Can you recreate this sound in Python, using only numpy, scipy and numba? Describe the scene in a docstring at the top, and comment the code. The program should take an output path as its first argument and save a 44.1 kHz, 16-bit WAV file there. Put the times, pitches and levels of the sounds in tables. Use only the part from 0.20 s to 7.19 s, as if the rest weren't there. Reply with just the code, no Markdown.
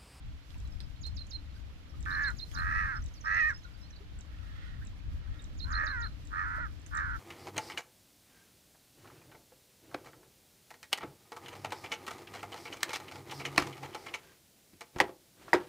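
"""A crow caws in two runs of three on the stony bank of a pond: pulses, rattled by a slow flap, ring its throat.
A far crow answers with the same voice, hoarser and smeared by echoes. Small birds whistle and chip: gliding sines.
Wind rumbles on the microphone ports and far country noise lies beneath: coloured noise.
Water bloops at the edge in rising tones, cloth rustles as treble noise, tackle ticks close by as ringing cracks."""
import sys
import numpy as np
from scipy import signal
from scipy.fft import rfft, irfft
from scipy.io import wavfile
from scipy.ndimage import uniform_filter1d
from numba import njit

SR = 44100
rng = np.random.default_rng(int(sys.argv[2]) if len(sys.argv) > 2 else 0)


def transcribe(u):
    """Save the signal u as a 16-bit wav file named by the first command-line argument.

    u: samples, shape (n,) or (channels, n), limited to [-1, 1]; the rate is SR.
    q: integer samples, one column per channel.
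    """
    v = np.clip(np.atleast_2d(u).T, -1, 1)
    q = np.round(v * 32767).astype(np.int16)
    wavfile.write(sys.argv[1], SR, q)


def level_to_linear(level):
    """Convert decibel levels to linear amplitude factors, elementwise."""
    exponent = np.asarray(level, float) / 20
    return 10 ** exponent


N = 308406

# wind gusts on the ports, before each port's own trim: (time [s], level [dB])
GUSTS = [(0.0, -52), (0.08, -41), (0.27, -53.5), (0.39, -43.5), (0.76, -48), (0.84, -40.5), (1.13, -50),
         (1.15, -42.5), (1.69, -54), (1.77, -41.5), (2.12, -46.5), (2.66, -35), (2.71, -45), (2.8, -30),
         (2.96, -49), (3.31, -44.5), (3.62, -54.5), (4.28, -44), (4.83, -50), (4.92, -35), (5.02, -45),
         (5.12, -38), (5.16, -48.5), (5.45, -38.5), (6.09, -48), (6.99, -46)]
# colour of the wind rumble: (frequency [Hz], relative level [dB])
WIND_COLOUR = [(8.8, -37.5), (15, -7.5), (65, -0.5), (87, -5), (167, -21), (260, -25.5), (340, -41.5),
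               (570, -120)]
# colour of the far country noise: (frequency [Hz], relative level [dB])
AIR_COLOUR = [(88, -36), (150, 0.5), (235, -8.5), (292, 1), (368, -12), (577, -11), (935, -15.5),
              (1220, -14), (3200, -16), (4320, -20.5), (8000, -37), (10400, -90), (17600, -120)]
# gain on the bass of the far noise: (time [s], gain [dB])
AIR_BASS = [(0, -3.5), (1.3, -2.5), (1.8, 4.5), (2.8, 0.5), (3.5, -1.5), (4.8, -0.5), (5.3, 3), (6.99, 1)]
# lean of the far noise: (frequency [Hz], left over right [dB])
AIR_BALANCE = [(200, -2.5), (1300, -4.5), (4400, -5), (8000, 11.5)]
# how alike the far noise is at the two ports: (frequency [Hz], likeness [0-1])
AIR_LIKENESS = [(130, 1), (290, 0.99), (640, 0), (1400, 0)]
# colour of the cloth: (frequency [Hz], relative level [dB])
CLOTH_COLOUR = [(2000, -7), (5000, 4), (8000, -5.5), (8800, -10.5), (10500, -4), (15000, -9.5)]
# cloth stirs, before the overall cloth gain: (time [s], peak level [dB], fade [dB/s])
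RUSTLE = [(.3, -76, 32), (1.9, -71.5, 23), (2.3, -72.5, 17), (4.25, -85.5, 52), (5.45, -79, 2),
          (6.665, -84, 120), (6.98, -72, 30)]
# bubbles closing at the water's edge: (time [s], from [Hz], to [Hz], length [s], peak level [dB])
BLOOPS = [(3.799, 349, 482, 0.034, -56), (4.611, 1355, 2140, 0.024, -54), (5.631, 566, 620, 0.021, -49),
          (6.38, 604, 635, 0.013, -48)]
# a small bird's quick falling pairs of chips: (time [s], level of the first chip [dB])
CHIPS = [(0.381, -60.5), (1.8063, -54), (2.0826, -54), (2.84, -54.5), (3.2848, -57), (3.988, -54.5),
         (4.6498, -55), (5.221, -54.5), (6.0514, -57), (6.5965, -63.5), (6.7505, -46.5)]
# the clearest far whistles, and one low short call, perhaps the far crow's, before their flicker:
# (time [s], from [Hz], to [Hz], length [s], peak level [dB])
FAR_CALLS = [(.755, 4280, 4200, 0.041, -68), (2.75, 5380, 5300, 0.03, -55.5),
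             (2.956, 4980, 4040, 0.044, -62), (3.045, 5300, 5340, .025, -56),
             (3.333, 5160, 5300, 0.043, -50.5), (3.441, 4600, 3690, .02, -58.5),
             (3.443, 1500, 1366, 0.025, -47.5), (3.619, 3920, 4580, 0.076, -59),
             (3.752, 4500, 3640, 0.032, -64), (5.191, 3760, 3640, 0.012, -53)]
# a far bird's run of quick falls, before their flicker: (time [s], peak level [dB])
FALLS = [(2.818, -58), (2.877, -56.5), (2.935, -59.5), (3.005, -54), (3.07, -62), (3.14, -54.5),
         (3.203, -54), (3.289, -60), (3.375, -57.5), (3.432, -62), (3.7, -60)]
# bounds of the two stretches of faint random whistles: (start [s], end [s], start [s], end [s])
CHATTER_S = (.45, 1.7, 2.75, 3.8)
# range of their starting pitch: (lowest [Hz], highest [Hz])
CHATTER_HZ = (4200, 5930)
# ticks of tackle and grit: (time [s], level [dB], ring [Hz])
TICKS = [(0.306, -55, 3630), (.345, -55, 2750), (0.476, -57, 6650), (0.605, -44.5, 4400),
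         (0.867, -45, 6270), (1.069, -56, 6340), (1.856, -48.5, 2550), (2.316, -47, 3280),
         (2.389, -47, 2500), (3.23, -58.5, 10700), (5.144, -59.5, 3021), (6.664, -50, 6980)]
# songbird phrase around the start of its held note, before each song's own bend and level:
# (time [s], pitch [Hz], level [dB], share of the lead-in level [0-1])
PHRASE = [(-.042, 7040, -30, 0.8), (-.036, 6800, -27, 0.97), (-.025, 6650, -18.5, 1),
          (-.018, 5030, -10, 0.15), (-.012, 4105, -9.5, 0), (-.005, 3738, -2.5, 0.02),
          (-.002, 3680, -34, 0), (0, 4354, -10, 0), (.005, 4200, -7, 0), (0.035, 4132, -5, 0.13),
          (0.039, 3900, -39, 0.1)]
# each song: (time [s], level [dB], lead-in level [dB], arch of the held note [-1 to 1], its fall [share of pitch])
SONGS = [(0.851, -38.5, 1, 0.6, 0.0076), (0.989, -41, -4, 0.12, 0.025), (1.131, -38.5, -0.5, 0.27, 0.012),
         (1.92, -41, -22, 1, 0.043), (2.058, -37.5, 0, 0.082, .001), (2.208, -38.5, 3.5, 0.34, 0.0089),
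         (2.37, -41.5, 4, 0.51, 0.018), (5.413, -38, -3, 0.48, 0.013), (5.545, -39, 0, 0.57, 0.0096),
         (5.684, -41, 2, 0.11, 0.024), (5.838, -41.5, 0.5, 1, .03)]
# near crow: (start [s], attack [s], crest [s], end [s])
CAWS = [(1.856, .002, 2.02, 2.124), (2.33, .045, 2.59, 2.8), (3.037, .026, 3.21, 3.338),
        (5.445, .075, 5.612, 5.886), (6.104, .03, 6.19, 6.484), (6.708, .028, 6.78, 6.984)]
# pitch line of each caw, before the rattle bends it: (time [s], pitch [Hz])
PITCH = [
    [(1.857, 542), (2.02, 578), (2.065, 553.5), (2.105, 469), (2.12, 443.1)],
    [(2.33, 530.5), (2.4, 587.3), (2.52, 613.6), (2.59, 621.4), (2.675, 572), (2.692, 531), (2.712, 526.4),
     (2.755, 432), (2.795, 412)],
    [(3.037, 561.5), (3.1, 601.3), (3.195, 648), (3.235, 604), (3.285, 624), (3.33, 480)],
    [(5.44, 439.1), (5.53, 599), (5.62, 589), (5.71, 570.5), (5.74, 520), (5.78, 472), (5.835, 470),
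     (5.86, 405), (5.88, 340)],
    [(6.105, 557), (6.19, 597), (6.22, 584.5), (6.265, 476.3), (6.39, 466.6), (6.412, 495.5), (6.44, 467.4),
     (6.485, 366.4)],
    [(6.705, 540.7), (6.78, 583), (6.85, 533), (6.9, 479), (6.965, 448.4), (6.985, 380)],
]
# late in each caw the voice clears, then drops; the last stays rough almost to its end:
# (clear [s], drop [s], half-pitch share [0-1])
BREAKS = [(2.025, 2.092, .5), (2.69, 2.72, .6), (3.205, 3.285, .2), (5.725, 5.84, .1), (6.415, 6.445, .3),
          (6.955, 6.958, .6)]
# voicing of each caw: (crest level [dB], beak shift at the start [Hz], at the end [Hz],
# low resonance trim [dB], high resonance trim [dB], sag after the crest [dB])
VOICING = [(-33, 21, 5, -3.5, -8, 0.5), (-32, -12, 100, 0.5, 2, 4.5), (-27.5, -36, 100, -3.5, 1, 2.5),
           (-32.5, -71, 193, 2, -5, 6), (-34, 22, 230, 8.5, -4, 4.5), (-33.5, -27, 26, 4.5, -11, 5.5)]
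# voice at the start, the crest and just before the break: (pitch rattle, closure depth, half-pitch share, hoarseness)
RATTLING = [(.97, .99, .4, .3), (.65, .72, .4, .26), (.88, .48, .45, .33)]
# voice from the break to the drop, and at the end: (pitch rattle and closure depth, hoarseness)
CLEAR = [(.18, .11), (.4, .55)]
# low and high throat resonances besides the main one, before any trim:
# (frequency [Hz], width [Hz], level [dB], gain per effort [dB/dB])
THROAT = [(1391, 284, -4, -0.5), (2496, 550, -24, 1.37)]
# breath rings higher up the throat: (frequency [Hz], width [Hz], level [dB])
RASP = [(4200, 1330, -34), (5300, 640, -32), (11100, 6700, -54)]
# the left port's colour on the near crow: (frequency [Hz], gain [dB])
CROW_LEFT = [(600, 13), (1000, 0.1), (1400, -0.5), (1800, 4.5), (2400, -3), (3500, -1.5)]
# the left port's phase shift on the near crow: (frequency [Hz], shift [rad])
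CROW_TURN = [(500, -.6), (860, -1.42), (1300, -0.13), (1640, 0.43), (2000, -1.18), (3500, .1)]
# far crow: (start [s], crest [s], end [s], crest level [dB])
FAR_CROW = [(4.05, 4.454, 4.63, -59.5), (4.814, 5.153, 5.34, -65)]


def unit(x):
    """Scale to rms 1."""
    return x / np.sqrt(np.mean(x ** 2))


def curve(rows):
    """Columns of (time [s], value, ..) rows, drawn as lines with one value a sample."""
    s, *columns = np.transpose(rows)
    return [np.interp(np.arange(N) / SR, s, c) for c in columns]


def calls(tables):
    """Columns of several calls in turn, and a soft-edged gate that is open inside them."""
    t = np.arange(N) / SR
    gate = sum(1. * (t > c[0][0]) * (t < c[-1][0]) for c in tables)
    rows = [row for c in tables for row in c]
    return curve(rows) + [uniform_filter1d(gate, size=60)]


def over_hz(points):
    """(Frequency [Hz], value) points on the bins of a whole-length transform, along log frequency."""
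    hz, value = np.transpose(points)
    bins = np.arange(N // 2 + 1) * SR / N
    return np.interp(np.log(bins + 1), np.log(hz), value)


def noise(colour):
    """Noise with a (frequency [Hz], level [dB]) colour, rms 1."""
    return unit(irfft(rfft(rng.standard_normal(N)) * level_to_linear(over_hz(colour)), N))


def walk(rate):
    """Random levels held 1 / rate seconds and slewed; rms 1."""
    k = int(SR / rate)
    held = np.repeat(rng.standard_normal(N // k + 1), k)
    return unit(uniform_filter1d(uniform_filter1d(held, k), k)[:N])


@njit
def svf(x, hz, width):
    """State-variable band-pass with a moving centre, gain 1 there."""
    y, band, low = np.empty(len(x)), 0., 0.
    for i in range(len(x)):
        g, k = np.tan(np.pi * hz[i] / SR), width / hz[i]
        v = (band + g * (x[i] - low)) / (1 + g * (g + k))
        band, low, y[i] = 2 * v - band, low + 2 * g * v, k * v
    return y


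def steep(x, hz, width):
    """A resonance applied twice, for dark valleys."""
    hz = hz + np.zeros(len(x))
    once = svf(x, hz, 1. * width)
    return svf(once, hz, 1. * width)


def place(x, pan_db, lead_s, left=1):
    """Two ports: the left one hears it lead_s sooner, pan_db louder, through its own response."""
    turn = np.exp(2j * np.pi * np.arange(N // 2 + 1) * SR / N * lead_s)
    left_port = irfft(rfft(x) * turn * left, N)
    return np.array([left_port * level_to_linear(pan_db / 2), x * level_to_linear(-pan_db / 2)])


def outdoors(x, wet_db, t60_s):
    """Scattered echoes from ground and bank, unlike at the two ports."""
    t = np.arange(int(.5 * SR)) / SR
    fade = np.exp(-np.log(1000) * t / t60_s)
    tail = rng.standard_normal((2, len(t))) * fade * (t > .003)
    tail = tail / np.sqrt(np.sum(tail ** 2, axis=1, keepdims=True))
    return x + level_to_linear(wet_db) * signal.fftconvolve(x, tail, axes=1)[:, :N]


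def add(out, s, grain):
    """Mix a grain in at s seconds."""
    i = int(s * SR)
    out[..., i:i + grain.shape[-1]] += grain[..., :N - i]


def glide(from_hz, to_hz, length_s, fall):
    """A short gliding tone with an arched level; fall > 0 tilts the arch toward its start."""
    u = np.linspace(0, 1, int(length_s * SR))
    shape = np.sin(np.pi * u) * np.exp(-fall * u)
    phase = 2 * np.pi * np.cumsum(from_hz * (to_hz / from_hz) ** u) / SR
    return shape / shape.max() * np.sin(phase)


def wind():
    """Eddies buffet each port on its own, the left one harder; a part is common to both."""
    # above the split the wind follows the gusts only in part
    split_hz, follow_share, pivot_db = 111.4, 0.57, -48
    both, gust_db = noise(WIND_COLOUR), curve(GUSTS)[0]
    flutter_db = pivot_db + follow_share * (gust_db - pivot_db)
    low, high = (signal.butter(2, split_hz, kind, fs=SR, output="sos") for kind in ("low", "high"))
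    ports = np.array([level_to_linear(db + 2.47 * walk(10)) * (noise(WIND_COLOUR) + 0.4 * both) for db in (2.8, -1.8)])
    rumble = level_to_linear(gust_db) * signal.sosfilt(low, ports)
    flutter = level_to_linear(flutter_db) * signal.sosfilt(high, ports)
    # opposite signs keep the two bands from cancelling at the split
    return rumble - flutter


def rustle_db():
    """Cloth is never quite still; each stir rises fast and fades."""
    still_db, rise_db_s = -81, 127
    t = np.arange(N) / SR
    stirs = sum(level_to_linear(db - np.where(t < s, rise_db_s * (s - t), fade * (t - s))) ** 2 for s, db, fade in RUSTLE)
    return 10 * np.log10(level_to_linear(still_db) ** 2 + stirs)


def air():
    """Far country noise, alike at both ports only in the bass, and the rustle of cloth above it."""
    bass_hz = 493
    alike = np.clip(over_hz(AIR_LIKENESS), 0, 1)
    mid, side = (rfft(noise(AIR_COLOUR)) * np.sqrt(1 + k * alike) for k in (1, -1))
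    lean = level_to_linear(over_hz(AIR_BALANCE) / 2)
    ports = np.array([irfft((mid + side) * lean, N), irfft((mid - side) / lean, N)])
    far = level_to_linear(-62.5 + 0.05 * walk(1.5)) * ports
    bass = signal.sosfiltfilt(signal.butter(2, bass_hz, fs=SR, output="sos"), far)
    far = far + (level_to_linear(curve(AIR_BASS)[0]) - 1) * bass
    cloth = np.array([level_to_linear(2.0 * walk(40) + db) * noise(CLOTH_COLOUR) for db in (-1.5, 1.5)])
    return far + level_to_linear(rustle_db() + 8.5) * cloth


def water():
    """Bubbles ring and rise in pitch; many tiny ones lap all the time."""
    out = np.zeros(N)
    for s, from_hz, to_hz, length_s, db in BLOOPS:
        add(out, s, level_to_linear(db) * glide(from_hz, to_hz, length_s, fall=0.62))
    for when, pitch, size in rng.random((300, 3)):
        hz = 900 * 4.93 ** pitch
        db = -73.0 - 5.5 * np.log(1 - .95 * size)  # few are loud
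        add(out, when * N / SR, level_to_linear(db) * glide(hz, 1.14 * hz, 12 / hz, fall=1.4))
    return place(out, -7.5, .0001)


def small_birds():
    """Pairs of chips that fall steeply in a few milliseconds and end in a low blip; far flickering calls."""
    chips, far_calls = np.zeros(N), np.zeros(N)
    for s, db in CHIPS:
        add(chips, s - .001, level_to_linear(db) * glide(8720.0, 5900.0, 0.0076, fall=1.9))
        add(chips, s + 0.02, level_to_linear(db + 5.0) * glide(8960.0, 4600.0, 0.00448, fall=0.75))
        add(chips, s + .026, level_to_linear(db - 2.5) * glide(3940.0, 3650.0, 0.0052, fall=0))
    for s, from_hz, to_hz, length_s, db in FAR_CALLS:
        add(far_calls, s, level_to_linear(db) * glide(from_hz, to_hz, length_s, fall=0))
    for s, db in FALLS:
        add(far_calls, s, level_to_linear(db) * glide(6930.0, 5150., .016, fall=0))
    # fainter whistles at random, in two stretches
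    for when, pitch, softness, length in rng.random((26, 4)):
        s = np.interp(when, [0.019, .35, .35, 1], CHATTER_S)
        hz = np.interp(pitch, [0, 1], CHATTER_HZ)
        add(far_calls, s, level_to_linear(-61.5 - 4.7 * softness) * glide(hz, .88 * hz, .01 + .03 * length, fall=0))
    flickering = far_calls * level_to_linear(3.8 * walk(200))
    return place(chips, -6.0, 0.000242) + place(flickering, -7.0, 0.000292)


def ticks():
    """A short crack of noise, part bright, part dull, that rings briefly."""
    out, t = np.zeros(N), np.arange(600) / SR
    shape = t / 0.0005 * np.exp(1 - t / 0.00049)
    for (s, db, hz), crack in zip(TICKS, rng.standard_normal((len(TICKS), len(t)))):
        bright = 0.091 * np.diff(crack, prepend=0)
        dull = 2.04 * uniform_filter1d(crack, size=7)
        ring = unit(steep(crack, 1. * hz, 2600))
        add(out, s - .001, level_to_linear(db) * shape * (bright + dull + ring))
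    return place(out, -7.5, 0.000337)


def songbird():
    """One whistled phrase, bent a little each time: a lead-in, a steep fall, a held note."""
    out = np.zeros(N)
    s, hz, db, share = np.transpose(PHRASE)
    t = np.arange(s[0], s[-1], 1 / SR)
    held = np.clip(t / s[-1], 0, 1)
    for at, song_db, lead_db, arch, fall in SONGS:
        bow = arch * 0.079 * (t > 0) * (np.sin(2.5 * held) - .7)
        slope = fall * (t > 0) * (.5 - held)
        pitch = np.interp(t, s, hz) * (1 + bow + slope)
        level = level_to_linear(song_db + np.interp(t, s, db + lead_db * share))
        add(out, at + s[0], level * np.sin(2 * np.pi * np.cumsum(pitch) / SR))
    return place(out * level_to_linear(3.0 * walk(150)), -11.0, 0.000458)


def caw(hz, effort_db, depth, closure, half, hoarse, shift_hz=0, low_db=0, high_db=0):
    """Syrinx pulses, cut off and bent by a slow flap of tissue, ring the throat; level evened to 1."""
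    flap = 2 * np.pi * np.cumsum(87. * (1 + 0.02504 * walk(8) + 0.09 * walk(60))) / SR
    shut = ((1 + np.cos(flap)) / 2) ** 2.7
    slack = ((1 + np.cos(flap)) / 2) ** 3.5
    # the pitch sags most around each closure
    rattle = depth * (.045 * np.sin(flap) - .25 * (slack - .27))
    jitter = (.004 + .2 * hoarse ** 2) * walk(200)
    phase = 2 * np.pi * np.cumsum(hz * (1 + rattle + jitter)) / SR
    pulses = sum(np.cos(k * phase) for k in range(1, 7))
    # strong and weak pulses in turn fill in lines at half the pitch
    pulses = pulses * (1 + half * np.cos(phase / 2))
    opening = (1 - closure * shut) * level_to_linear((0.4 + 0.91 * closure) * walk(90))
    breath = 3.5 * rng.standard_normal(N) * (1 + np.cos(phase)) * opening
    source = pulses * opening + hoarse * breath
    # more effort opens the beak: the main resonance rises and the voice brightens
    main = steep(source, 1688 + shift_hz + 30.0 * effort_db, 410)
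    low, high = (level_to_linear(db + trim_db + slope * effort_db) * steep(source, 1. * f, width)
                 for (f, width, db, slope), trim_db in zip(THROAT, (low_db, high_db)))
    body_band = signal.butter(4, [800, 2130], "band", fs=SR, output="sos")
    voice = signal.sosfilt(body_band, main + low) + high
    chest = level_to_linear(-40.5) * steep(source, 490.0, 780)
    rasp = sum(level_to_linear(db) * steep(breath, 1. * f, width) for f, width, db in RASP)
    voice = voice + chest + rasp
    return voice / np.sqrt(uniform_filter1d(voice ** 2, size=1500))


def crow_controls():
    """Each caw swells to a crest, sags and holds; its flap closes less and less up to the break.
    Its pitch rattle eases at the crest and deepens again; both shrink at the break, and the end frays."""
    swell_db, silent_db = 6, 26  # below the crest after the attack; at the edges
    fray_db, dull_db = 6.5, 10  # lost after the drop; off the high resonance at the edges
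    clear_s, release_s, sag_s = .025, .018, .085
    level, voice, throat = [], [], []
    for (s, attack_s, crest, end), (clear, drop, half), voicing in zip(CAWS, BREAKS, VOICING):
        top_db, from_hz, to_hz, low_db, high_db, sag_db = voicing
        held_db = top_db - sag_db
        level.append([(s, top_db - silent_db), (s + attack_s, top_db - swell_db), (crest, top_db),
                      (min(crest + sag_s, drop - .01), held_db), (drop, held_db),
                      (end - release_s, held_db - fray_db), (end, top_db - silent_db)])
        voice += [(s, *RATTLING[0]), (min(crest, clear - 2 * clear_s), *RATTLING[1]),
                  (clear - clear_s, *RATTLING[2])]
        for at, (rattle, hoarse) in [(clear, CLEAR[0]), (drop, CLEAR[0]), (end, CLEAR[1])]:
            voice.append((at, rattle, rattle, half, hoarse))
        for at, loss_db in [(s, dull_db), (crest, 0), (clear, 0), (drop, 0.46 * dull_db), (end, dull_db)]:
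            shift_hz = np.interp(at, [s, end], [from_hz, to_hz])
            throat.append((at, shift_hz, low_db, high_db - loss_db))
    hz = uniform_filter1d(curve(sum(PITCH, []))[0], size=300)
    return hz, calls(level), curve(voice) + curve(throat)


def crow():
    """The near crow: the caw voice under its level, heard with its own colour and phase at the left port."""
    hz, (db, gate), voicing = crow_controls()
    voice = gate * level_to_linear(db) * caw(hz, np.maximum(db, -48) + 31.5, *voicing)
    left = level_to_linear(over_hz(CROW_LEFT)) * np.exp(1j * over_hz(CROW_TURN))
    return place(voice, -7.5, .00048, left)


def far_crow():
    """A far crow, smeared and hoarse, with a wash of breath above when it is loud."""
    edge_db = 11  # below the crest at start and end
    db, gate = calls([[(s, top_db - edge_db), (crest, top_db), (end, top_db - edge_db)]
                      for s, crest, end, top_db in FAR_CROW])
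    effort_db = np.maximum(db, -72) + 59.0
    wash = level_to_linear(-6.0 + 0.45 * effort_db) * unit(steep(rng.standard_normal(N), 3240.0, 1700))
    voice = caw(490 + 2.0 * effort_db, 1 + .6 * effort_db, depth=.7, closure=.7, half=.2, hoarse=.9,
                shift_hz=120, low_db=3)
    return outdoors(place(gate * level_to_linear(db) * (voice + wash), -8.0, 0.00041), -1.2, 0.24)


def scene():
    """Birds, ticks and water echo off ground and bank; wind and air do not."""
    near_crow = outdoors(crow(), -14.5, 0.17)
    birds = outdoors(songbird() + small_birds(), -8.0, 0.16)
    bank = outdoors(ticks() + water(), -2.5, 0.076)
    return near_crow + birds + bank + far_crow() + wind() + air()


def top_cut(x):
    """Nothing passes above the cut-off."""
    return signal.sosfilt(signal.butter(12, 15500, fs=SR, output="sos"), x)


def record(dry):
    """A phone cuts the top with a steep low-pass."""
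    top_hz = 15350
    low_pass = signal.ellip(8, .2, 60, top_hz, fs=SR, output="sos")
    return top_cut(signal.sosfilt(low_pass, dry))


dry = scene()
out = record(dry)
transcribe(out)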